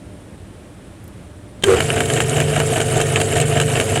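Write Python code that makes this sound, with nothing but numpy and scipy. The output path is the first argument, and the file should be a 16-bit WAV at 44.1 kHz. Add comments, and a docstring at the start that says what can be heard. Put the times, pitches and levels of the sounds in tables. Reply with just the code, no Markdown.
"""An electric meat grinder running empty, close to the microphone in a quiet room.
The switch snaps, the motor groans up to speed and hums. Its worn gear whines, rattles and knocks
five times a second, while the dry auger scrapes and squeals in its cast metal throat.
Behind it lie low room noise and, before the switch, two faint handling ticks."""
import sys
import numpy as np
from scipy import signal
from scipy.fft import rfft, irfft, next_fast_len
from scipy.io import wavfile
from scipy.ndimage import uniform_filter1d, map_coordinates

SR = 44100
rng = np.random.default_rng(int(sys.argv[2]) if len(sys.argv) > 2 else 0)


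def store_wav(level_fs):
    """Save 16-bit WAV to argv[1]."""
    pcm = np.round(np.clip(np.atleast_2d(level_fs), -1, 1) * 32767)
    wavfile.write(sys.argv[1], SR, pcm.T.astype(np.int16))


N = 176400

ON_S, RUN_S, SPIN_UP_S = 1.638, 1.723, 0.07  # power on; full speed; rise of the running sound
TURN_S, FIRST_KNOCK_S, TEETH = 0.1994, 1.8035, 88  # the gear
SHAFT_HZ, TAPS_PER_S = 24.87, 40
GROAN_WIDTH_HZ, STRONG_THROB_S = 52, 1.685

# room tone spectrum: (frequency [Hz], level [dB])
ROOM_SPECTRUM = [(20, -26), (42, -11), (101, -0.5), (153, -10), (191, -3.5), (219, -12), (298, -8.5),
                 (404, -16), (581, -18), (811, -24), (3640, -34.5), (4550, -40), (7000, -40.5),
                 (9660, -37.5), (15500, -60.5)]
# thin bands in the room's hiss: (frequency [Hz], level [dB])
ROOM_WHISTLES = [(598, -57), (7700, -67), (8820, -66), (9600, -66)]
# faint handling ticks: (time [s], level [dB])
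HANDLING_TICKS = [(1.0405, -35), (1.0774, -32)]
# blows of the rocker and contacts: (time [s], level [dB])
SWITCH_BLOWS = [(1.6244, -25.5), (1.6357, -14), (1.6388, -3.5), (1.6408, -18)]
# switch housing modes: (frequency [Hz], level [dB], t60 [s])
SWITCH_MODES = [(1613, -6, 0.051), (3080, 2.5, 0.027), (3240, -2, 0.014), (3560, 0, 0.016),
                (6230, -7, 0.014), (6700, -2, 0.019), (7660, -14, 0.014), (9160, -5, 0.0085)]
# start-up groan: (time [s], level [dB], throb rate [Hz], casing resonance [Hz])
GROAN_PATH = [(1.636, -22, 99, 395), (1.663, -21, 100, 407), (1.684, -7.5, 98.5, 410),
              (1.71, -8, 95.4, 436), (1.739, -8.5, 91.8, 421), (1.753, -11, 95.6, 436),
              (1.785, -42, 93, 433)]
# chatter of the casing: (frequency [Hz], level [dB])
CHATTER_SPECTRUM = [(250, -21), (600, -13), (850, -14), (1550, -12.5), (3000, -23), (4000, -28),
                    (9000, -54)]
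# mains hum: (frequency [Hz], level [dB])
HUM_TONES = [(100, -30.5), (400, -41.5)]
# gear whine: (frequency [Hz], level [dB])
WHINE_TONES = [(395, -35), (442.1, -25.5), (469, -34), (544, -35), (708, -44)]
# shaft shake under the auger's drag: (time [s], sixth order [dB], fifth order [dB])
SHAFT_SHAKE = [(1.75, -45, -55), (1.85, -21.5, -24), (1.95, -28.5, -32), (2.25, -23.5, -21.5),
               (2.5, -18.5, -25), (2.68, -21, -29), (2.77, -26.5, -26), (3.07, -20.5, -23),
               (3.269, -29, -31), (3.39, -19, -20), (3.66, -17.5, -21), (3.88, -36, -30), (4.0, -22.5, -33)]
# load through one gear turn: (position [turns], level [dB])
TURN_LOAD = [(0, 4.5), (.08, 3), (.16, -0.5), (.3, -3.5), (.45, -1), (.6, 0.5), (.69, 3.5), (.76, -3),
             (.82, 6.5), (.89, 5.5), (.96, 1), (1, -0.5)]
# two gliding squeals: (position [turns], frequency [Hz], level [dB])
LOW_SQUEAL = [(0, 7230, -43), (.2, 7340, -39), (.33, 7630, -67), (.41, 8280, -34), (.55, 10140, -45),
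              (.62, 9150, -28), (.68, 8100, -42), (.83, 7400, -34), (1, 7080, -46)]
HIGH_SQUEAL = [(0, 7600, -75), (0.149, 10100, -37), (.22, 10400, -53), (.32, 10800, -42.5),
               (.63, 11200, -43.5), (1.001, 10980, -66)]
# table rumble, gear growl and grind, auger scrape: (frequency [Hz], level [dB])
RUMBLE_SPECTRUM = [(20, -32), (35, -25), (46, -4.5), (58, -16.5), (80, 0), (140, -2.5), (200, -10.5),
                   (250, -1.5), (300, -8.5), (355, -4), (480, -6), (600, -14), (1100, -34.5), (2500, -62)]
GROWL_SPECTRUM = [(500, -44.5), (610, -3.5), (655, 1), (712, 3), (750, -3), (810, -18), (1000, -35.5),
                  (6000, -70)]
GRIND_SPECTRUM = [(400, -38.5), (850, 3), (1050, -2), (1300, 3), (1650, 0.5), (2000, -1.5), (2400, 1),
                  (2650, 2), (3020, 3), (3400, -6.5), (3750, -4), (4200, -19), (5500, -15.5), (14000, -44)]
SCRAPE_SPECTRUM = [(2500, -23), (4200, -7.5), (5200, -10), (6100, -8), (6500, -1), (7100, -1.5), (7450, 4),
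                   (7750, 0), (8500, 1), (9700, -1.5), (10800, -8.5), (11150, -4.5), (11600, -15),
                   (13000, -18.5), (15500, -25)]
# gear housing resonances: (frequency [Hz], width [Hz], level [dB])
HOUSING_MODES = [(1517, 37, 6), (1550, 87, -5), (1840, 71, 10), (2224, 53, 8), (2890, 110, -1),
                 (3003, 56, 3.5)]
# modes of the struck gear: (frequency [Hz], level [dB], t60 [s])
GEAR_MODES = [(680, -14.5, 0.032), (1380, -11, 0.011), (1640, -1, .015), (2270, -1, 0.012),
              (2750, -1, 0.015), (3050, -4, 0.02)]
# rough places that rattle on every turn: (position [turns], level [dB])
GEAR_BURRS = [(.4, -19.5), (.5, -28.5), (0.678, -19.5), (.88, -19)]
# loud gear knocks: (time [s], clack [dB], bright ring [dB])
GEAR_KNOCKS = [(1.8047, -1, -17), (1.903, -2.5, -21), (2.0049, -2, -16), (2.0567, -16, -20),
               (2.101, -5, -19), (2.1354, -15, -15), (2.2038, 0, -20), (2.2946, -28, -18),
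               (2.4021, -6.5, -20), (2.5621, -9.5, -20), (2.6012, -4.5, -23), (2.7596, -7, -33),
               (2.803, -5.5, -21), (2.814, -11, -18), (3.0038, -8, -25), (3.0137, -5.5, -14.5),
               (3.159, 0.5, -20), (3.1655, -6.5, -26), (3.202, -11, -23), (3.214, -3, -14),
               (3.367, -11, -21), (3.4007, -8.5, -15.5), (3.4128, -18, -16), (3.6, -2.5, -16.5),
               (3.6138, -7.5, -16), (3.7557, -8, -22), (3.8001, -3, -19), (3.81, -11, -20),
               (3.958, -9, -19)]
# a knock's bright ring, and the tick as the gear drops into a turn: (frequency [Hz], level [dB])
RING_SPECTRUM = [(2000, -29), (4000, 3.5), (5300, -11), (6800, 8), (8500, 10.5), (11000, -10), (12500, -18),
                 (15500, -34)]
DROP_SPECTRUM = [(3000, 4), (7000, -2), (11000, 3), (14300, -7), (15500, -22)]


def amp(db):
    """Decibels to gain."""
    return 10 ** (np.asarray(db) / 20)


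def unit(x):
    """Scale to rms 1."""
    return x / np.sqrt(np.mean(x ** 2) + 1e-20)


def clock():
    """Time of every sample."""
    return np.arange(N) / SR


def noise():
    """White noise of rms 1."""
    return rng.standard_normal(N)


def wobble(rate):
    """A smooth random curve, rate knots a second."""
    knots = rng.standard_normal(int(N * rate / SR) + 4)
    return map_coordinates(knots, [np.arange(N) * rate / SR])


def tone(hz, swing):
    """A sine of rms 1 whose phase is pushed by swing radians."""
    return np.sqrt(2) * np.sin(2 * np.pi * hz * clock() + swing)


def colour(x, points):
    """Causal filter of unit power gain through (frequency [Hz], level [dB]) points."""
    size = 2 * next_fast_len(N // 2 + 8192)
    hz, db = np.transpose(points)
    gain = unit(amp(np.interp(np.log(np.fft.rfftfreq(size, 1 / SR) + 1), np.log(hz), db)))
    cepstrum = irfft(np.log(gain))
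    cepstrum[1:size // 2] *= 2  # fold to minimum phase
    cepstrum[size // 2 + 1:] = 0
    return irfft(rfft(x, size) * np.exp(rfft(cepstrum)), size)[:N]


def patchy(x, depth_db):
    """Short patches of random gain across time and frequency; rms 1."""
    spectra = signal.stft(x, nperseg=256)[2]
    patches = uniform_filter1d(rng.standard_normal(spectra.shape), size=3, axis=0)
    patches = unit(uniform_filter1d(patches, size=4, axis=1))
    return unit(signal.istft(spectra * amp(depth_db * patches), nperseg=256)[1][:N])


def bursts(blows, t60, tail_db, tail_t60, attack_s):
    """A crack of noise with a weaker tail for each (time [s], level [dB]) blow."""
    t, power = np.arange(SR // 5) / SR, np.zeros(N + SR)
    decay = amp(-60 * t / t60) ** 2 + amp(tail_db - 60 * t / tail_t60) ** 2
    shape = decay * (1 - np.exp(-t / attack_s)) ** 2
    for s, db in blows:
        power[int(s * SR):][:len(t)] += amp(db) ** 2 * shape
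    return np.sqrt(power[:N]) * np.sign(noise())


def struck(blows, modes):
    """Each (time [s], level [dB]) blow rings the modes, never quite at the same pitch."""
    out, t = np.zeros(N), np.arange(SR // 8) / SR
    attack = 1 - np.exp(-t / 0.00043)
    for s, db in blows:
        ring = np.zeros(len(t))
        for hz, mode_db, t60 in modes:
            cycles = hz * rng.normal(1, 0.02) * t + rng.random()
            ring += amp(mode_db - 60 * t / t60) * np.sin(2 * np.pi * cycles)
        span = out[int(s * SR):][:len(t)]
        span += (amp(db) * ring * attack)[:len(span)]
    return out


def turn_position(s):
    """How far the gear is through its turn at time s, from 0 to 1."""
    return (s - FIRST_KNOCK_S) / TURN_S % 1


def gear_load(s):
    """Load on the gear at time s, in dB."""
    return np.interp(turn_position(s), *np.transpose(TURN_LOAD))


def powered(rise_s):
    """Fade-in from the moment the power comes on."""
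    return np.clip((clock() - ON_S) / rise_s, 0, 1)


def running():
    """Fade-in as the motor reaches its speed."""
    return np.clip((clock() - RUN_S) / SPIN_UP_S + 1, 0, 1)


def room_tone():
    """The quiet room behind the grinder: low noise with thin whistling bands."""
    air = amp(-38 + 0.39 * wobble(10.4)) * colour(noise(), ROOM_SPECTRUM)
    whistles = sum(amp(db) * unit(signal.lfilter(*signal.iirpeak(hz, Q=70, fs=SR), noise()))
                   for hz, db in ROOM_WHISTLES)
    return air + whistles


def handling():
    """Two light touches tick faintly before the switch is thrown."""
    ticks = bursts(HANDLING_TICKS, t60=0.017, tail_db=-16, tail_t60=0.05, attack_s=0.0015)
    return amp(-3.5) * colour(ticks, [(2000, -17), (7000, -2), (12000, 6), (15500, -6)])


def switch():
    """The rocker tips, then the contacts snap shut and ring the switch housing."""
    crack = bursts(SWITCH_BLOWS, t60=0.011, tail_db=-10, tail_t60=0.046, attack_s=0.00038)
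    snap = colour(crack, [(200, 9), (1200, -1.5), (3300, 2), (5000, -9.5), (8500, 0), (13000, -24)])
    return amp(-5) * struck(SWITCH_BLOWS, SWITCH_MODES) + amp(0.5) * snap


def groan():
    """The straining motor throbs into a rising casing resonance and chatters on each throb."""
    t = clock()
    times, *columns = np.transpose(GROAN_PATH)
    level_db, throb_hz, centre_hz = (np.interp(t, times, column) for column in columns)
    cycles = np.cumsum(throb_hz) / SR
    phase = 2 * np.pi * (cycles - np.interp(STRONG_THROB_S, t, cycles))
    stagger = 0.4 * wobble(130)
    casing = sum(np.cos(k * phase + stagger) / (1 + ((k * throb_hz - centre_hz) / GROAN_WIDTH_HZ) ** 4)
                 for k in range(2, 9))
    throb = np.cos(phase)
    chatter = amp(-14) * unit(colour(noise() * amp(4.3 * throb), CHATTER_SPECTRUM))
    straining = (t > times[0]) & (t < times[-1])
    return straining * amp(level_db) * (amp(3) * np.tanh(1.11 * casing) + amp(-12) * throb + chatter)


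def motor():
    """Mains hum, shaft shake, and a wavering gear whine that swings in pitch once a turn."""
    hum = sum(amp(db) * tone(hz, 0.06 * wobble(8.4)) for hz, db in HUM_TONES)
    times, sixth_db, fifth_db = np.transpose(SHAFT_SHAKE)
    shake = sum(amp(np.interp(clock(), times, db) - 3) * tone(order * SHAFT_HZ, 0.31 * wobble(13))
                for order, db in ((6, sixth_db), (5, fifth_db)))
    swing = 0.9 * np.sin(2 * np.pi * turn_position(clock()))
    whine = sum(amp(db + 2.8 * wobble(45)) * tone(hz, swing + 0.3 * wobble(60))
                for hz, db in WHINE_TONES)
    return powered(0.019) * hum + running() * (shake + amp(-1.5) * whine)


def squeals(drift_hz=55, rough_hz=190, break_db=4.2):
    """Dry metal sliding on metal: ragged, broken squeals that glide the same way on every turn."""
    out, position = np.zeros(N), turn_position(clock())
    for glide in (LOW_SQUEAL, HIGH_SQUEAL):
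        at, hz, db = np.transpose(glide)
        pitch_hz = np.interp(position, at, hz) + drift_hz * wobble(20) + rough_hz * wobble(1200)
        level_db = np.interp(position, at, db) + break_db * wobble(220)
        out += amp(level_db) * np.sin(2 * np.pi * np.cumsum(pitch_hz) / SR)
    return amp(2) * running() * out


def taps():
    """Loose teeth tap the gear at random moments, harder under load."""
    delay, force = rng.random((int((N / SR - RUN_S) * TAPS_PER_S), 2)).T
    times = RUN_S + (np.arange(len(delay)) + delay) / TAPS_PER_S
    levels_db = gear_load(times) + 8 * force
    return amp(-28) * struck(zip(times, levels_db), GEAR_MODES)


def turn_noise(repeat_db):
    """Noise of which a part comes back with every gear turn."""
    one_turn = noise()[:round(TURN_S * SR)]
    return unit(amp(repeat_db) * np.resize(one_turn, N) + noise())


def teeth(scatter_db, t60):
    """Tooth contacts, rms 1: each tooth has its own wear, and no two turns are quite alike."""
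    contact = np.arange(int(N / SR / TURN_S * TEETH))
    wear = rng.standard_normal(TEETH)
    jitter, force = rng.standard_normal((len(contact), 2)).T
    times = np.abs(contact + 0.25 * jitter) * TURN_S / TEETH
    levels_db = scatter_db * (wear[contact % TEETH] + force) / np.sqrt(2)
    blows = np.bincount((times * SR).astype(int), amp(levels_db) ** 2, N)[:N]
    decay = amp(-60 * np.arange(SR // 20) / SR / t60) ** 2
    power = np.abs(signal.fftconvolve(blows, decay)[:N])
    return unit(np.sqrt(power) * noise())


def housing(x):
    """The gear housing rings at its resonances and lets little treble out; rms 1."""
    size = next_fast_len(N + 8192)
    f = np.fft.rfftfreq(size, 1 / SR)
    response = sum(amp(db) * 1j * f * width / (hz * hz - f * f + 1j * f * width)
                   for hz, width, db in HOUSING_MODES)
    muffle = 1 / (1 + (f / 7000) ** 4)
    return unit(irfft(rfft(x, size) * response * muffle, size)[:N])


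def grinding():
    """Each turn's load drives the table's rumble, the gear's growl and grind, and the auger's scrape."""
    load_db = gear_load(clock())
    rumble = amp(-25 + 0.93 * load_db) * colour(turn_noise(repeat_db=1.5), RUMBLE_SPECTRUM)
    growl = amp(-29.5 + 1.45 * load_db) * colour(turn_noise(repeat_db=-4), GROWL_SPECTRUM)
    mesh = colour(teeth(scatter_db=2.5, t60=0.023), GRIND_SPECTRUM)
    grind = amp(-30.5 + 0.89 * load_db) * patchy(mesh, depth_db=2.5)
    ring = amp(-35.5) * housing(amp(load_db) * teeth(scatter_db=5, t60=0.0099))
    scrape_db = -30.5 + 0.21 * load_db + 1.22 * wobble(40)
    auger = colour(teeth(scatter_db=2.5, t60=0.024), SCRAPE_SPECTRUM)
    scrape = amp(scrape_db) * patchy(auger, depth_db=3)
    return powered(0.02) * (rumble + growl + grind + ring + scrape)


def knocks():
    """Backlash: light rattles on every turn, and loud clacks with a bright metal ring."""
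    turn_starts = np.arange(FIRST_KNOCK_S, N / SR - TURN_S / 2, TURN_S)
    burrs = [(s + at * TURN_S, db + rng.normal()) for s in turn_starts for at, db in GEAR_BURRS]
    clacks = [(s, db) for s, db, _ in GEAR_KNOCKS]
    rings = [(s, db) for s, _, db in GEAR_KNOCKS]
    # a knock at the very start of a turn also gets a sharp tick
    drops = [(s, 0) for s, _ in clacks if (s - FIRST_KNOCK_S) % TURN_S < 0.006]
    clack = amp(-7) * struck(clacks, GEAR_MODES)
    crunch = amp(-10) * bursts(clacks, t60=0.009, tail_db=-14, tail_t60=0.04, attack_s=0.0002)
    tick = bursts(drops, t60=0.009, tail_db=-36, tail_t60=0.03, attack_s=0.0003)
    ring = bursts(rings, t60=0.013, tail_db=-34, tail_t60=0.041, attack_s=0.0016)
    rattle = bursts(burrs, t60=0.022, tail_db=-11, tail_t60=0.06, attack_s=0.0031)
    body = colour(crunch + rattle, GRIND_SPECTRUM)
    bright = colour(amp(10) * ring + amp(-4) * rattle, RING_SPECTRUM)
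    return clack + body + bright + amp(-16) * colour(tick, DROP_SPECTRUM)


def scene():
    """All from one spot close in front of the microphone; the low notes lean slightly to the right."""
    grinder = switch() + groan() + motor() + grinding() + squeals() + knocks() + taps()
    sound = grinder + room_tone() + handling()
    lows = signal.lfilter(*signal.butter(1, 1500, fs=SR), sound)
    lean = amp(-29.5) * lows + amp(-37) * sound
    return np.array([sound - lean, sound + lean])


def record(dry):
    """Peaks are rounded off below full scale; nothing is kept above the band limit."""
    top_hz = 15750
    rounded = dry / (1 + np.abs(dry) ** 6) ** (1 / 6)
    size = next_fast_len(N + 8192)
    in_band = np.fft.rfftfreq(size, 1 / SR) < top_hz
    return irfft(rfft(rounded, size) * in_band, size)[:, :N]


dry = scene()
out = record(dry)
store_wav(out)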